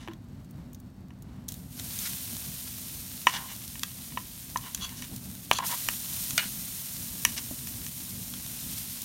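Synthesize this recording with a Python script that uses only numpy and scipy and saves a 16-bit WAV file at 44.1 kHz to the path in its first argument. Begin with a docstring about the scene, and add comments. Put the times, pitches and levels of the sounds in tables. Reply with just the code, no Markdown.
"""Outdoors at night, steaks are laid on a hot grate over a wood fire.
The fire rumbles and ticks: coloured noise, hollow resonances and tiny random impulses.
One steak starts to sizzle and a second joins it: bubble bursts over steam noise, fading as the meat dries.
Steel tongs knock and scrape on the serving plate, which the meat damps, and clank once on the grate;
each body rings as a set of fading sine waves."""
import sys
import numpy as np
from scipy import signal
from scipy.fft import rfft, irfft, next_fast_len
from scipy.io import wavfile

SR = 44100
rng = np.random.default_rng(int(sys.argv[2]) if len(sys.argv) > 2 else 0)


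def file_out(sig):
    """Save sig as 16-bit WAV at sys.argv[1]."""
    # one column per channel
    cols = np.atleast_2d(sig).T
    # limit, then scale
    lim = np.clip(cols, -1, 1)
    pcm = np.round(lim * 32767).astype(np.int16)
    wavfile.write(sys.argv[1], SR, pcm)


N = 398663
TIME = np.arange(N) / SR


def from_db(db):
    """Turn decibels into a gain."""
    return 10 ** (np.asarray(db) / 20)


def rms_one(x):
    """Scale a signal to an rms of 1."""
    return x / np.sqrt(np.mean(x ** 2) + 1e-20)


def filtered(x, order, edges_hz, kind):
    """Keep only the low, high or middle band of a signal."""
    return signal.sosfilt(signal.butter(order, edges_hz, kind, fs=SR, output="sos"), x)


def add(out, start_s, sound):
    """Mix a sound in; whatever falls outside the scene is cut off."""
    start = int(round(start_s * SR))
    sound, start = sound[max(-start, 0):], max(start, 0)
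    out[start:start + len(sound)] += sound[:max(N - start, 0)]


def coloured(x, spectrum):
    """Shape a signal with a smooth curve of level against pitch; rms 1."""
    pitch_hz, level_db = np.transpose(spectrum)
    size = next_fast_len(len(x))
    bins_hz = np.fft.rfftfreq(size, 1 / SR) + 1  # plus 1 avoids the logarithm of zero
    curve_db = np.interp(np.log(bins_hz), np.log(pitch_hz), level_db, left=-80, right=-80)
    shaped = irfft(rfft(x, size) * from_db(curve_db), size)
    return rms_one(shaped[:len(x)])


def drift(knots_per_s):
    """A random wander along straight lines between random points; rms 1."""
    knots = rng.standard_normal(int(N / SR * knots_per_s) + 2)
    return rms_one(np.interp(TIME * knots_per_s, np.arange(len(knots)), knots))


def grains(per_s, spread_db, size):
    """Tiny impulses at random moments, many weak and a few strong."""
    born = rng.random(size) < per_s / SR
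    strength = from_db(spread_db * np.minimum(rng.exponential(1, size), 6))
    return born * strength * rng.choice([-1, 1], size)


def dying(t, t60):
    """An envelope that falls 60 dB in t60 seconds."""
    return from_db(-60 * t / t60)


def blown(resonances):
    """Turbulent air, as noise, drives a set of resonances; rms 1."""
    push = rng.standard_normal(N)
    out = np.zeros(N)
    for pitch_hz, width_hz, level_db in resonances:
        b, a = signal.iirpeak(pitch_hz, pitch_hz / width_hz, fs=SR)
        out += from_db(level_db) * signal.lfilter(b, a, push)
    return rms_one(out)


def ringing(modes, t, ring=1, pitch=1):
    """A struck body sounds many fading tones at once; neighbours start in opposite directions."""
    out = np.zeros(len(t))
    for k, (pitch_hz, level_db, t60_s) in enumerate(modes):
        tone = np.sin(2 * np.pi * pitch_hz * pitch * t)
        out += (-1) ** k * from_db(level_db) * dying(t, t60_s * ring) * tone
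    return out


# the low, middle and high register of a contact: low_edge_hz, high_edge_hz
REGISTERS = [(250, 1433), (1400, 3900), (4200, 15600)]


def voiced(x, level_db, bright_db, hump_db, seconds):
    """A harder touch tips the level from the low register to the high; the hump lifts the middle."""
    side_db = level_db - hump_db
    levels_db = (side_db - bright_db, level_db, side_db + bright_db)
    out = np.zeros(len(x))
    for edges_hz, band_db in zip(REGISTERS, levels_db):
        band = filtered(x, 3, edges_hz, "band")
        # each register's energy is set as an rms over the given time
        out += from_db(band_db) * band / np.sqrt(np.sum(band ** 2) / (seconds * SR))
    return out


def blows(rows, modes, crack_db, crack_t60, hump_db, trim_db):
    """Each blow is a brief rough crack of noise plus the ring of the body that is struck."""
    out, t = np.zeros(N), TIME[:SR // 3]
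    for start_s, level_db, bright_db, ring in rows:
        crack = from_db(crack_db) * rng.standard_normal(len(t)) * dying(t, crack_t60)
        blow = ringing(modes, t, ring) + crack
        add(out, start_s, voiced(blow, level_db, bright_db, hump_db, seconds=.01))
    return from_db(trim_db) * out


GRIP_DB = 13  # pressing harder brightens a stroke and damps the body: this much brightness halves the ring
# the band in which sliding steel rasps: low_edge_hz, high_edge_hz
RASP_HZ = (830, 7500)


def strokes(rows, modes, ring, pitch, slips_per_s, spread_db, rasp_db, hump_db, trim_db):
    """Steel sticks and slips: a swell of tiny impulses rings the body and rasps."""
    out = np.zeros(N)
    for middle_s, half_length_s, level_db, bright_db in rows:
        size = int(2 * half_length_s * SR)
        slips = grains(slips_per_s, spread_db, size) * np.hanning(size)
        grip_ring = ring * 2 ** (-bright_db / GRIP_DB)
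        body = ringing(modes, TIME[:SR // 10], grip_ring, pitch)
        sound = signal.fftconvolve(slips, body / np.linalg.norm(body))
        sound[:size] += from_db(rasp_db) * filtered(slips, 2, RASP_HZ, "band")
        stroke = voiced(sound, level_db, bright_db, hump_db, half_length_s)
        add(out, middle_s - half_length_s, stroke)
    return from_db(trim_db) * out


# colour of the fire's roar: pitch_hz, level_db (per Hz)
FIRE = [(20, -13), (32, -29), (45, -1.5), (62, 0.5), (110, 2.5), (170, -0.5), (250, -2), (310, -14),
        (400, -26.5), (650, -20), (1100, -25.5), (2500, -34), (6000, -40), (16000, -47)]
# air resonances of the firebox: pitch_hz, width_hz, level_db (against each other)
FIREBOX = [(143.5, 12, -5.5), (187, 11, -4), (241.6, 17.6, -7.5)]
# slow random rise and fall of the fire's level, before the trim: time_s, level_db
FIRE_LEVEL = [(0.0, -47.5), (0.48, -45.5), (1.08, -47.5), (2.11, -46.5), (5.39, -47.5), (5.74, -49),
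              (6.54, -46), (6.82, -50), (7.12, -44.5), (9.04, -48)]


def flames(box_db, flutter_db, trim_db):
    """Turbulent flames roar as coloured noise, and separate noise booms in the firebox."""
    roar = coloured(rng.standard_normal(N), FIRE)
    boom = filtered(blown(FIREBOX), 2, 400, "low")
    time_s, level_db = np.transpose(FIRE_LEVEL)
    slow_db = np.interp(TIME, time_s, level_db)
    flutter = flutter_db * drift(15)
    return from_db(trim_db + slow_db + flutter) * (roar + from_db(box_db) * boom)


# whistling resonances in the embers: pitch_hz, width_hz, level_db (against each other)
EMBERS = [(1720, 170, 6), (3900, 250, 2), (4400, 390, 7), (5300, 180, 4), (6900, 400, -2), (8000, 300, 3),
          (12600, 700, 3)]


def ember_whistle(level_db):
    """Hot air whistles faintly through the embers, its level wandering by about 1 dB."""
    return from_db(level_db + drift(6.5)) * blown(EMBERS)


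# colour of a spit, pop or ember tick: pitch_hz, level_db (per Hz)
SPIT_COLOUR = [(600, 3), (2500, -12.5), (3800, 4.5), (5000, -5.5), (6300, 5), (8000, -1), (10400, 0),
               (13000, 0.5), (17000, 3)]


def ember_ticks(level_db):
    """The embers tick faintly all the while: random impulses in the colour of a spit."""
    return from_db(level_db) * coloured(grains(43, 1.8, N), SPIT_COLOUR)


# ringing tones of the loaded plate: pitch_hz, level_db (against each other), t60_s (before ring factors)
PLATE = [(398, -45, 0.0017), (890, -3, 0.01), (1017, 6, 0.028), (1335, -8, 0.025), (1792, 4, 0.026),
         (1940, 2, 0.026), (2253, 2, 0.024), (2630, 3.5, 0.018), (2917, -0.5, 0.05), (3124, -1, 0.019),
         (3800, -5.5, 0.016), (4670, -20, 0.034), (5810, -7.5, 0.033), (7260, -14.5, 0.019),
         (8740, -20, 0.042), (11500, -17, 0.033)]
# rubs and scrapes, mostly tongs and meat on the plate; at 1.36 s a faint rub of tongs on meat
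# middle_s, half_length_s, level_db (before the trim), brightness_db
SCRAPES = [(.02, 0.089, -53, 0.5), (.105, 0.043, -55, -9), (1.36, 0.22, -68, -7), (3.29, 0.034, -36, 5),
           (3.352, 0.058, -33, 0.5), (3.41, 0.1, -49.5, -10), (3.505, .055, -45, 1),
           (4.66, 0.081, -46.5, -4), (4.86, 0.18, -51, -1), (4.99, .05, -51.5, 12), (5.04, .033, -46, 5),
           (5.6, .016, -38.5, -14), (5.636, .025, -36.5, -10), (5.72, 0.042, -36.5, -7), (7.3, .08, -49, 9),
           (7.379, 0.024, -35, 7.5)]


def scrapes_and_rubs():
    """Many small slips ring the plate's tones a little sharp, with a strong rasp."""
    return strokes(SCRAPES, PLATE, ring=0.5, pitch=1.04, slips_per_s=1300, spread_db=1.2,
                   rasp_db=3.5, hump_db=5.5, trim_db=-2.5)


# tongs knock on the plate: start_s, level_db (before the trim), brightness_db, ring (factor on t60)
KNOCKS = [(.0757, -42, -8.5, .2), (.0838, -42, -8, 0.17), (1.105, -53.5, -5, 0.67),
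          (3.2691, -12.5, -6.5, 1.05), (3.7545, -42, 3.5, 0.53), (4.121, -48, 0, .7),
          (4.1728, -30, -10, 1.1), (4.5583, -33.5, -17.5, 0.99), (5.0216, -38, 7, 0.92),
          (5.5128, -15.5, -5.5, 0.19), (5.588, -34.5, -15, 0.61), (5.8868, -23.5, 4, 0.2),
          (7.2503, -17, 8, 0.5), (7.6716, -43.5, 12, 0.16), (7.8646, -41, 11, 0.29)]


def plate_knocks():
    """Tongs strike the plate; the meat on it shortens the ring."""
    return blows(KNOCKS, PLATE, crack_db=-4.5, crack_t60=0.011, hump_db=7, trim_db=-2.5)


# dull bumps of plate and meat: start_s, pitch_hz, level_db, t60_s
BUMPS = [(.084, 329, -34.5, 0.21), (1.521, 190, -32.5, 0.04), (5.513, 294, -17, 0.012),
         (6.457, 192, -33, 0.085), (7.511, 282, -31.5, 0.047), (7.511, 595, -33, 0.016)]


def bumps():
    """Soft, heavy contacts each sound one low fading tone."""
    out, t = np.zeros(N), TIME[:SR // 4]
    for start_s, pitch_hz, level_db, t60_s in BUMPS:
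        add(out, start_s, ringing([(pitch_hz, level_db, t60_s)], t))
    return out


# ringing tones of the tongs' blades: pitch_hz, level_db (against each other), t60_s (before ring factors)
TONGS = [(1067, -2.5, 0.026), (2720, -6, 0.0081), (3310, -4, 0.029), (4120, -3.5, 0.015), (4510, -9, 0.037),
         (6090, 11.5, 0.0044), (6930, -5, 0.026), (7060, -5.5, 0.034), (9750, -1.5, 0.016),
         (13000, 0, 0.0045)]
# the blades click: start_s, level_db (before the trim), brightness_db, ring (factor on t60)
CLICKS = [(.1347, -51.5, 6, .86), (3.6178, -49, 11, 0.95), (3.6786, -54, 24.5, 0.58), (3.7944, -48, 20, .4),
          (3.8333, -28, 9, 0.51), (4.5726, -42.5, 19.5, 0.81), (4.7472, -38, 21, 1), (4.776, -46, 9, .7),
          (4.8924, -46, 12, .6), (5.586, -32, 10, 1), (6.307, -38, 16, 1), (8.338, -40, 7.5, 0.58)]


def blade_clicks():
    """The blades of the tongs click, with a strong crack over a short ring."""
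    return blows(CLICKS, TONGS, crack_db=5.5, crack_t60=0.014, hump_db=10, trim_db=-2.5)


# the loudest spits of fat and embers: start_s, level_db (before the trim), lowest_hz
SPITS = [(.446, -60, 1200), (.5096, -53.5, 9000), (0.7314, -50.5, 5000), (.747, -48, 2500),
         (.8007, -54.5, 5000), (1.2228, -51, 5000), (1.483, -39.5, 3000), (1.487, -32, 2500),
         (1.5208, -38, 2500), (1.541, -42, 2500), (1.797, -35, 1000), (1.989, -31.5, 2000),
         (5.162, -37, 4000), (9.0182, -32.5, 4130)]


def spits(t60, trim_db):
    """Single spits burst sharply: coloured noise that dies at once, without its lows."""
    out, t = np.zeros(N), TIME[:SR // 20]
    for start_s, level_db, lowest_hz in SPITS:
        burst = coloured(rng.standard_normal(len(t)), SPIT_COLOUR) * dying(t, t60)
        burst = filtered(burst, 2, lowest_hz, "high")
        add(out, start_s, from_db(level_db + trim_db) * rms_one(burst))
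    return out


HEAT_SOAK_S = .002  # the first rush of heat into a freshly laid patch
# wet meat or juice meets the hot bars; in order: the first steak's edge, the first steak laid flat,
# the second dropped, then pressed, and juice running out
# start_s, spread_s (time to spread), crackle_db, hiss_db (both before trims), drying_db_per_s
SEARS = [(1.483, 0.012, -65, -56, 12), (1.689, 0.39, -48, -38.5, 0.84), (5.634, .04, -47.5, -37, 0.63),
         (5.98, 0.27, -52.5, -40.5, 0.8), (8.2, 0.59, -51, -42.5, 2)]


def boiling():
    """Heat enters each patch as one over the root of its time on the bars, while the patch dries."""
    crackle, hiss = np.zeros(N), np.zeros(N)
    for start_s, spread_s, crackle_db, hiss_db, drying_db_per_s in SEARS:
        # the contact grows ever faster until the meat lies flat
        laid = np.arange(1, int(spread_s * SR) + 2)
        wetness = from_db(-drying_db_per_s * TIME) ** 2
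        patch = wetness / (2 * np.sqrt(TIME + HEAT_SOAK_S))
        power = signal.oaconvolve(patch, laid / laid.sum())[:N]
        add(crackle, start_s, from_db(crackle_db) ** 2 * power)
        add(hiss, start_s, from_db(hiss_db) ** 2 * power)
    return np.sqrt(np.abs([crackle, hiss]))  # power to gain


def sizzle_part(spectrum, per_s, steam_db):
    """Countless bursting bubbles over a smooth rush of steam; rms 1."""
    bubbles = rms_one(grains(per_s, 3.5, N))
    steam = from_db(steam_db) * rng.standard_normal(N)
    return coloured(bubbles + steam, spectrum)


# colours of the two parts of the sizzle: pitch_hz, level_db (per Hz)
CRACKLE = [(400, -10.5), (900, -6.5), (1400, -5), (2200, -2), (2700, 0), (3400, 2), (4200, 3), (5000, 1),
           (6500, -6)]
HISS = [(3500, -33), (4900, -9), (5300, -1), (7100, 1.5), (7700, -1), (8500, 3.5), (9600, 4), (10450, -1),
        (11100, 3.5), (12800, 4), (14300, 3.5), (18000, -4)]


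def sizzle(crackle_trim_db, hiss_trim_db, pops_db, seethe_db):
    """Large bubbles crackle, small ones hiss and drops of fat pop, all as hard as the juice boils."""
    crackle_gain, hiss_gain = boiling()
    crackle = crackle_gain * sizzle_part(CRACKLE, per_s=1800, steam_db=1.5)
    hiss = hiss_gain * sizzle_part(HISS, per_s=6600, steam_db=4.0)
    pops = hiss_gain * coloured(grains(60, 3.3, N), SPIT_COLOUR)
    mix = from_db(crackle_trim_db) * crackle + from_db(hiss_trim_db) * hiss + from_db(pops_db) * pops
    return mix * from_db(seethe_db * drift(60))


# hard surfaces near the meat: delay_s, strength (gain; minus flips the wave)
MIRRORS = [(.00195, 0.058), (.0034, -0.046)]


def mirrored(x):
    """Early reflections ripple the spectrum."""
    out = x.copy()
    for delay_s, strength in MIRRORS:
        add(out, delay_s, strength * x)
    return out


# ringing tones of the grate: pitch_hz, level_db (against each other), t60_s (before ring factors)
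GRATE = [(650, 0.5, 0.083), (1465, 7, 0.039), (1483, -10, 0.19), (2010, -1, 0.048), (2180, -12, 0.056),
         (2210, -5, 0.12), (2430, -3, 0.1), (2910, -5, 0.24), (3130, -9, 0.11), (3620, 2.5, 0.04),
         (4350, -5.5, 0.1), (4920, 5.5, 0.028), (5700, 0, .04), (6440, 7, 0.033), (8600, 7, .025)]
# tongs scuff along the bars: middle_s, half_length_s, level_db (before the trim), brightness_db
CHATTER = [(1.797, 0.016, -45, 13), (2.066, .022, -36, 13), (6.395, .018, -26.5, -1),
           (6.43, .055, -36.5, -4)]


def grate_chatter():
    """Tongs scuff and chatter along the bars in dense slips, mostly rasp."""
    return strokes(CHATTER, GRATE, ring=0.51, pitch=.98, slips_per_s=3400, spread_db=1.0,
                   rasp_db=12, hump_db=13, trim_db=-4.0)


# the blades squeak: middle_s, half_length_s, level_db (before the trim), brightness_db
SQUEAKS = [(4.837, 0.045, -33.5, 10), (5.531, .01, -30.5, 18.5), (5.562, 0.038, -33.5, 13)]


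def blade_squeaks():
    """Dense slips ring the tongs' blades, with little rasp."""
    return strokes(SQUEAKS, TONGS, ring=1.9, pitch=1.01, slips_per_s=2400, spread_db=2.5,
                   rasp_db=-7, hump_db=14, trim_db=-4.0)


# tongs meet the grate: start_s, level_db (before the trim), brightness_db, ring (factor on t60)
CLANKS = [(6.3785, -21.5, 6.5, 0.71)]


def grate_clank():
    """The tongs strike the grate, which rings under a rough crack."""
    return blows(CLANKS, GRATE, crack_db=5, crack_t60=0.029, hump_db=8.5, trim_db=0.5)


def surroundings(x, t60, wet_db, dull_hz):
    """The grill's hood and nearby things scatter a short, dull tail, made of fading noise."""
    t = TIME[:SR // 2]
    scatter = rng.standard_normal(len(t)) * dying(t, t60) * (t > .004)
    scatter = filtered(scatter / np.linalg.norm(scatter), 1, dull_hz, "low")
    return x + from_db(wet_db) * signal.fftconvolve(x, scatter)[:N]


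def scene():
    """Fire, meat and tongs, the same in both channels."""
    fire = flames(box_db=-3.0, flutter_db=1.67, trim_db=-0.44) + ember_whistle(level_db=-73.5)
    handling = scrapes_and_rubs() + plate_knocks() + bumps() + blade_clicks()
    handling += grate_chatter() + blade_squeaks() + grate_clank()
    near = handling + ember_ticks(level_db=-76.5) + spits(t60=0.024, trim_db=-9.5)
    meat = sizzle(crackle_trim_db=2.0, hiss_trim_db=0.5, pops_db=-15.5, seethe_db=0.77)
    mono = fire + mirrored(meat) + surroundings(near, t60=0.13, wet_db=-12.5, dull_hz=7100)
    return np.stack([mono, mono])


CUTOFF_HZ = 15800


def record(dry):
    """The top is cut steeply above the cutoff."""
    return signal.sosfilt(signal.ellip(10, .1, 80, CUTOFF_HZ, fs=SR, output="sos"), dry)


dry = scene()
out = record(dry)
file_out(out)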